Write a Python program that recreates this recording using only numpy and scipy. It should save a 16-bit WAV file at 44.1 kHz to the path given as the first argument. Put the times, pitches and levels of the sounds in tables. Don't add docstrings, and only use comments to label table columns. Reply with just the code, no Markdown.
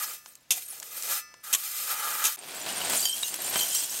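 import sys
import numpy as np
from scipy import signal
from scipy.fft import rfft, irfft
from scipy.io import wavfile
from scipy.ndimage import uniform_filter1d, minimum_filter1d, map_coordinates

SR = 44100
rng = np.random.default_rng(int(sys.argv[2]) if len(sys.argv) > 2 else 0)


def dump(signal):
    limited = np.clip(np.atleast_2d(signal).T, -1, 1)
    pcm = np.round(limited * 32767).astype(np.int16)
    wavfile.write(sys.argv[1], SR, pcm)


N = 176400
T = np.arange(N) / SR
TOP_HZ, RATTLE_PER_S = 15750, 220
# frequency in Hz, relative level in dB.
SACK_SPECTRUM = [(300, -20), (1500, -10), (2500, -10), (3000, 1), (3600, -5.5), (5000, -3), (6800, -1),
                 (8400, 2.5), (9500, -1.5), (10400, -7.5), (12500, -2.5), (14000, -5.5), (16000, -7.5)]


def undb(db):
    return 10 ** (np.asarray(db) / 20)


def unit(x):
    return x / np.sqrt(np.mean(x ** 2))


def through(x, response):
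    return signal.fftconvolve(x, response)[:N]


def colour(x, points, size=2048):
    hz, db = np.array(points).T
    f = np.maximum(np.arange(size // 2 + 1) * SR / size, 1)
    cepstrum = irfft(np.log(undb(np.interp(np.log(f), np.log(hz), db))))
    cepstrum[1:size // 2] *= 2
    cepstrum[size // 2 + 1:] = 0
    response = irfft(np.exp(rfft(cepstrum)))
    return through(x, response / np.linalg.norm(response))


def resonate(x, hz, q):
    return signal.lfilter(*signal.iirpeak(hz, q, fs=SR), x)


def scatter(x, wet_db, t60):
    tail = rng.standard_normal(N) * np.exp(-np.log(1000) * T / t60) * (T > .001)
    return x + undb(wet_db) * through(x, tail / np.linalg.norm(tail))


def ring(hz, t60):
    t = T[:int(min(t60, 1) * SR) + 2]
    return np.sin(2 * np.pi * hz * t) * np.exp(-np.log(1000) * t / t60)


def add(out, start, sound):
    i = min(int(start * SR), N)
    out[i:i + len(sound)] += sound[:N - i]


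def notes(rows):
    out = np.zeros(N)
    for start, hz, db, t60 in rows:
        add(out, start, undb(db) * ring(hz, t60))
    return out


def walk(rate):
    width = max(int(SR / rate), 2)
    return unit(uniform_filter1d(uniform_filter1d(rng.standard_normal(N), width), width))


def grains(per_s, spread_db):
    size = undb(spread_db * np.minimum(rng.exponential(size=N), 6))
    return unit((rng.random(N) < per_s / SR) * size * rng.choice([-1, 1], N))


def levels(rows):
    times, *columns = np.array(rows).T
    return [undb(np.interp(T, times, db)) for db in columns]


def burst(start, db, decay):
    envelope = (T >= start) * undb(db) * np.exp(-np.maximum(T - start, 0) / decay)
    return envelope * grains(SR / 2, spread_db=-0.5)


def ticks(rows, spectrum, decay_s):
    out = np.zeros(N)
    for start, db, tilt in rows:
        tilted = [(hz, level + tilt * np.log2(hz)) for hz, level in spectrum]
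        out += colour(burst(start, db, decay_s), tilted)
    return out


def tinkle(centre_hz, octaves, t60, spread_db, count):
    out = np.zeros(N)
    for (when, size), (pitch, length) in zip(rng.random((count, 2)), rng.standard_normal((count, 2))):
        hz = centre_hz * 2 ** (octaves * pitch)
        db = spread_db * min(-np.log(1 - size), np.pi)
        if hz < TOP_HZ:
            add(out, when * T[-1], undb(db) * ring(hz, t60 * 2 ** (length / 2)))
    return unit(out)


def scrape():
    # time in seconds, levels of hiss, crunch and low grinding in dB.
    strokes = [
        [(0, -29.5, -40, -53), (0.042, -25.5, -37.5, -56.5), (0.07, -35.5, -47, -57), (0.125, -36.5, -50, -60),
         (0.16, -40, -64, -64), (0.205, -55, -75, -84), (0.245, -55, -76, -73), (0.29, -49, -64, -65),
         (0.335, -58, -80, -74), (0.385, -67, -92, -79), (0.48, -68, -76, -80)],
        [(0.545, -40, -69, -62), (0.58, -30.5, -54, -57), (0.645, -44.5, -76, -73), (0.7, -41.5, -61, -63),
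         (0.755, -41.5, -61, -64), (0.812, -45.5, -63, -53.5), (0.86, -42, -63, -61), (0.91, -39.5, -58, -59),
         (0.98, -33, -50, -55.5), (1.07, -31.5, -49.5, -52), (1.115, -25.5, -39.5, -46.5),
         (1.17, -25.5, -39, -57), (1.205, -37.5, -54, -71), (1.25, -59, -79, -77), (1.31, -65, -68, -73)],
        [(1.425, -69, -76, -75), (1.44, -42, -55, -71), (1.51, -35.5, -43.5, -55.5), (1.585, -31.5, -54, -57),
         (1.62, -32, -52, -65), (1.72, -31.5, -51.5, -63.5), (1.83, -29.5, -48, -56), (1.94, -28.5, -34.5, -53),
         (1.98, -32.5, -39.0, -54), (2.07, -28, -32.5, -46), (2.17, -29.5, -38.5, -50),
         (2.225, -29.5, -34, -53), (2.3, -27.5, -40.5, -57), (2.35, -36, -55, -73)],
    ]
    # frequency in Hz, relative level in dB.
    hiss_spectrum = [(200, -34), (900, -26.5), (1900, -5), (2500, -4), (3400, -6.5), (5000, -0.5),
                     (6200, 5), (7800, 0), (9600, 0), (10400, -1), (12200, 2.5), (13400, 3.5),
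                     (15000, -2.5), (16000, 7)]
    crunch_spectrum = [(300, -25.5), (700, -10), (1200, -1), (1650, -0.5), (2300, -11), (4000, -14.5),
                       (8000, -23)]
    grind_spectrum = [(40, -40), (120, -16), (300, -5.5), (520, 2.5), (800, -1.5), (1600, -19)]
    hiss_gain, crunch_gain, grind_gain = levels(np.vstack(strokes))
    judder = undb(1.5 * walk(rate=54))
    grit = lambda spectrum: colour(judder * grains(per_s=18000, spread_db=2.5), spectrum)
    hiss = undb(-0.5) * hiss_gain * pressed_blade(grit(hiss_spectrum))
    crunch = undb(0.5) * crunch_gain * pressed_blade(grit(crunch_spectrum))
    grind = undb(-1) * grind_gain * grit(grind_spectrum)
    return hiss + crunch + grind


def pressed_blade(x):
    # frequency in Hz, bandwidth in Hz, gain in dB.
    resonances = [(930, 100, -3), (1204, 73, 0), (1385, 140, 1.5), (1684, 74, -6.5), (1930, 135, -4),
                  (2370, 125, -5), (2520, 160, -4), (3093, 150, 2.5), (3660, 400, -2.5), (4390, 96, -3),
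                  (5100, 370, -8), (7100, 110, -4.5), (7860, 135, 0.5), (8730, 440, -3), (9630, 260, -4.5),
                  (11400, 540, -9.5), (13100, 1100, -9.5)]
    out = undb(-6) * x
    for hz, width, db in resonances:
        out += undb(db) * resonate(x, hz, hz / width)
    with_fine_modes = scatter(out, wet_db=-5, t60=.05)
    return unit(flexing(with_fine_modes))


def flexing(x, above_hz=5500, pitch_share=.008):
    low = signal.sosfiltfilt(signal.butter(6, above_hz, fs=SR, output="sos"), x)
    warped_index = np.arange(N) + np.cumsum(pitch_share * walk(rate=9))
    return low + map_coordinates(x - low, [warped_index], order=5, mode="mirror")


def pings():
    # time in seconds, level in dB.
    envelope = [(.2, -78), (.29, -54.5), (.4, -66), (.5, -86), (.56, -54), (.7, -45), (.8, -62), (1.0, -63),
                (1.25, -84), (1.45, -61), (2.35, -45)]
    return levels(envelope)[0] * tinkle(centre_hz=9300, octaves=0.44, t60=0.025, spread_db=0.5, count=600)


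def air():
    # frequency in Hz, relative level in dB.
    spectrum = [(25, -8), (60, -2), (150, -0.5), (500, -5.5), (2000, -7), (7000, -9), (16000, -43)]
    return undb(-65.5) * colour(rng.standard_normal(N), spectrum)


def free_blade():
    # frequency in Hz, level in dB, t60 in seconds.
    modes = [(1225, -44, 0.58), (1394, -49.5, 0.7), (1750, -48, 1.36), (2003, -50.5, .87),
             (2280, -54.5, 1.3), (2627, -44.5, 0.61), (4100, -54, 0.42), (4398, -54, .9), (4930, -54, 0.8),
             (5220, -44.5, 0.84), (5930, -43, 0.62), (6100, -45, 0.46), (7750, -44, 0.24),
             (8600, -50, 0.52)]
    # start in seconds, gain in dB.
    lifts = [(0.151, -14.5), (1.17, -3.5), (2.29, -8)]
    chord = notes([(0, hz, db, t60) for hz, db, t60 in modes])
    out = np.zeros(N)
    for start, db in lifts:
        add(out, start, undb(db) * chord)
    return out


def taps():
    # start in seconds, level in dB, tilt in dB per octave.
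    contacts = [(0.26, -37, -1), (0.3535, -39.5, 6), (0.8, -30.5, 7), (.821, -42, -4), (.8265, -37, -1),
                (.829, -29, 0.5), (1.024, -25, 6), (1.034, -26.5, 6), (1.3405, -39, -3.5)]
    # frequency in Hz, relative level in dB.
    spectrum = [(100, -40), (500, -4.5), (1300, 2), (4500, 1), (7500, 4.5), (11000, -6.5), (16000, -19)]
    return ticks(contacts, spectrum, decay_s=0.0023)


def knocks():
    # start in seconds, level in dB, decay in seconds, relative chink level in dB, pitch ratio.
    blows = [(.5063, -12, 0.0065, -16, 0.7), (0.5165, -22, 0.017, -5, 1.24), (1.5277, -32, 0.0088, 12, 1.1),
             (1.5334, -15, 0.004, 1.5, 1.04), (1.537, -19, 0.0045, 5, 0.94), (1.547, -28, 0.0036, -8, .9),
             (1.5485, -23.5, 0.0058, 5.5, 1.04), (2.2408, -26, 0.0043, 6, 1.08),
             (2.2488, -20, 0.0082, -20, 1.03), (2.2528, -22, 0.011, 0, 1.17), (2.267, -23, 0.011, -10, 1.4)]
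    # frequency in Hz, relative level in dB.
    crush_spectrum = [(60, -19), (300, -20.5), (750, -14.5), (1900, -15), (2700, 1.5), (3100, -5),
                      (3550, 2), (4300, -12.5), (5500, -0.5), (6600, 6), (8800, -5), (10300, -2.5),
                      (11700, 0.5), (13500, -8.5), (16000, -24)]
    # frequency in Hz, bandwidth in Hz (both at ratio 1), gain in dB.
    edge_modes = [(3200, 1130, -2.5), (7220, 940, 3.5), (11000, 500, 0)]
    crush, chink = np.zeros(N), np.zeros(N)
    for start, db, decay, chink_db, pitch in blows:
        crush += burst(start, db, decay)
        noise = rng.standard_normal(N // 20)
        edge = sum(undb(gain) * resonate(noise, hz * pitch, hz / width) for hz, width, gain in edge_modes)
        add(chink, start, undb(db + chink_db) * unit(edge) * np.exp(-T[:len(edge)] / decay))
    return scatter(colour(crush, crush_spectrum) + chink, wet_db=-12.5, t60=0.07)


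def bumps():
    # start in seconds, frequency in Hz, level in dB, t60 in seconds.
    impacts = [(.508, 734, -45, 0.23), (.574, 745, -40.5, 0.062), (.728, 780, -50.5, 0.1),
               (1.546, 1120, -35.5, 0.11)]
    return notes(impacts)


def bounces():
    # start in seconds, frequency in Hz, level in dB, t60 in seconds.
    impacts = [(.6855, 11500, -34, .05), (.7025, 10280, -31.5, 0.093), (1.915, 11550, -28, .08),
               (2.29, 12100, -32, .07)]
    return notes(impacts)


def sack():
    # time in seconds, level of crinkling in dB, level of the sliding load in dB.
    movement = [(2.375, -55, -54.5), (2.41, -52, -52), (2.48, -46, -47.5), (2.6, -40.5, -44),
                (2.67, -41.5, -42), (2.73, -39, -40.5), (2.83, -37.5, -38), (2.87, -37.5, -37),
                (2.91, -32, -36.5), (2.98, -27, -38), (3.04, -30, -46), (3.11, -36, -52.5), (3.2, -34, -49),
                (3.275, -34.5, -56.5), (3.32, -39.5, -48.5), (3.39, -41, -46.5), (3.45, -33.5, -42),
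                (3.53, -33, -40), (3.57, -28, -38), (3.64, -30, -43.5), (3.71, -31, -46),
                (3.765, -28, -52.5), (3.86, -34.5, -51), (3.92, -35.5, -51.5), (3.97, -32.5, -50),
                (3.995, -34, -50)]
    motion, slide = levels(movement)
    flutter = unit(undb(walk(rate=48)))
    return crinkle(motion, flutter) + sliding_load(slide * flutter) + small_lumps(motion)


def crinkle(motion, flutter):
    bunches = undb(4 * np.clip(walk(rate=60), -2, 1))
    buckles = bunches * grains(per_s=380, spread_db=2.5)
    creases = undb(-5.5) * unit(scatter(buckles, wet_db=2, t60=.005))
    weave = undb(-3) * flutter * grains(per_s=5000, spread_db=1.5)
    return colour(motion * (weave + creases), SACK_SPECTRUM)


def sliding_load(slide):
    # frequency in Hz, relative level in dB.
    spectrum = [(30, -13), (90, -12.5), (160, -3), (300, 1.5), (480, 1.5), (700, 4.5), (1100, 0), (2200, 1),
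                (4500, -0.5), (9000, -15.5)]
    return undb(3.5) * colour(slide * grains(per_s=2300, spread_db=1.5), spectrum)


def small_lumps(motion):
    collisions = tinkle(centre_hz=10300, octaves=.55, t60=0.045, spread_db=4.5, count=4400)
    return colour(undb(-4) * motion * collisions, SACK_SPECTRUM)


def clinks():
    # start in seconds, frequency in Hz, level in dB, t60 in seconds.
    impacts = [(2.3899, 8690, -33, 0.062), (2.69, 2910, -31.5, 0.089), (2.782, 9700, -24, 0.024),
               (2.8164, 2980, -28, .05), (2.9571, 9820, -23, .08), (2.996, 4600, -23, 0.025),
               (3.055, 6800, -21.5, 0.065), (3.093, 8240, -22, 0.042), (3.126, 5620, -27, 0.044),
               (3.1606, 13000, -31, 0.046), (3.2317, 3810, -20, 0.056), (3.233, 2835, -32.5, 0.23),
               (3.3153, 8550, -37, 0.08), (3.342, 8060, -22, 0.015), (3.36, 10900, -29, .03),
               (3.418, 12700, -29.5, 0.11), (3.497, 12695, -27, .08), (3.594, 4120, -24.5, 0.051),
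               (3.766, 7562, -27, 0.11)]
    return notes(impacts)


def snaps():
    # start in seconds, level in dB, tilt in dB per octave.
    folds = [(2.547, -35, 5), (2.6148, -41, -1), (2.664, -27.5, -2.5), (2.8982, -22, 7), (2.934, -24, 1),
             (3.054, -22, 3), (3.23, -28.5, 3), (3.341, -25, 5), (3.558, -24, -3.5), (3.749, -19.5, 7)]
    # frequency in Hz, relative level in dB.
    spectrum = [(60, -34), (160, -8), (350, -6.5), (800, 6), (2000, 1.5), (8000, -2.5), (16000, -11.5)]
    return ticks(folds, spectrum, decay_s=0.0045)


def squeaks(edge_s=0.003, sag_db=9.5):
    # start in seconds, frequency in Hz, initial level in dB, length in seconds.
    rubs = [(2.756, 8615, -27, 0.034), (2.84, 8150, -31.5, .04), (2.885, 8480, -31, 0.036),
            (3.026, 4696, -28.5, 0.035), (3.051, 4710, -23.5, 0.044), (3.052, 3122, -24, 0.077),
            (3.123, 3160, -28, 0.033), (3.447, 7300, -30, 0.032), (3.553, 3120, -29, 0.048),
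            (3.555, 8400, -28, 0.067), (3.603, 12700, -28, 0.037), (3.607, 3128, -25, 0.04),
            (3.709, 2930, -30, 0.018), (3.719, 3135, -31, 0.048)]
    out = np.zeros(N)
    waver = 1 + .002 * walk(RATTLE_PER_S)
    for start, hz, db, length in rubs:
        t = T[:int((length + edge_s) * SR)]
        gate = np.clip(np.minimum(t, t[-1] - t) / edge_s, 0, 1)
        pitch_ratio = np.roll(waver, -int(start * SR))[:len(t)]
        phase = 2 * np.pi * hz * np.cumsum(pitch_ratio) / SR
        add(out, start, gate * undb(db - sag_db * t / length) * np.sin(phase))
    return out


def scene():
    trowel_ends_s, sack_starts_s = 2.3615, 2.371
    outdoors = lambda x: scatter(x, wet_db=-16.5, t60=0.045)
    trowel = scrape() + pings() + free_blade() + taps() + knocks() + bumps() + bounces()
    rattle = 1 + .35 * walk(RATTLE_PER_S)
    tipping = sack() + snaps() + rattle * (clinks() + squeaks())
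    mono = outdoors(trowel) * (T < trowel_ends_s) + outdoors(tipping) * (T > sack_starts_s) + air()
    return np.array([mono, mono])


def record(dry):
    low_cut_hz, ceiling = 16, .33
    x = signal.sosfilt(signal.butter(2, low_cut_hz, "high", fs=SR, output="sos"), dry)
    gain = ceiling / np.maximum(np.abs(x[0]), ceiling)
    gain = uniform_filter1d(minimum_filter1d(gain, size=65), size=65)
    return signal.sosfilt(signal.ellip(12, .1, 80, TOP_HZ, fs=SR, output="sos"), x * gain)


dry = scene()
out = record(dry)
dump(out)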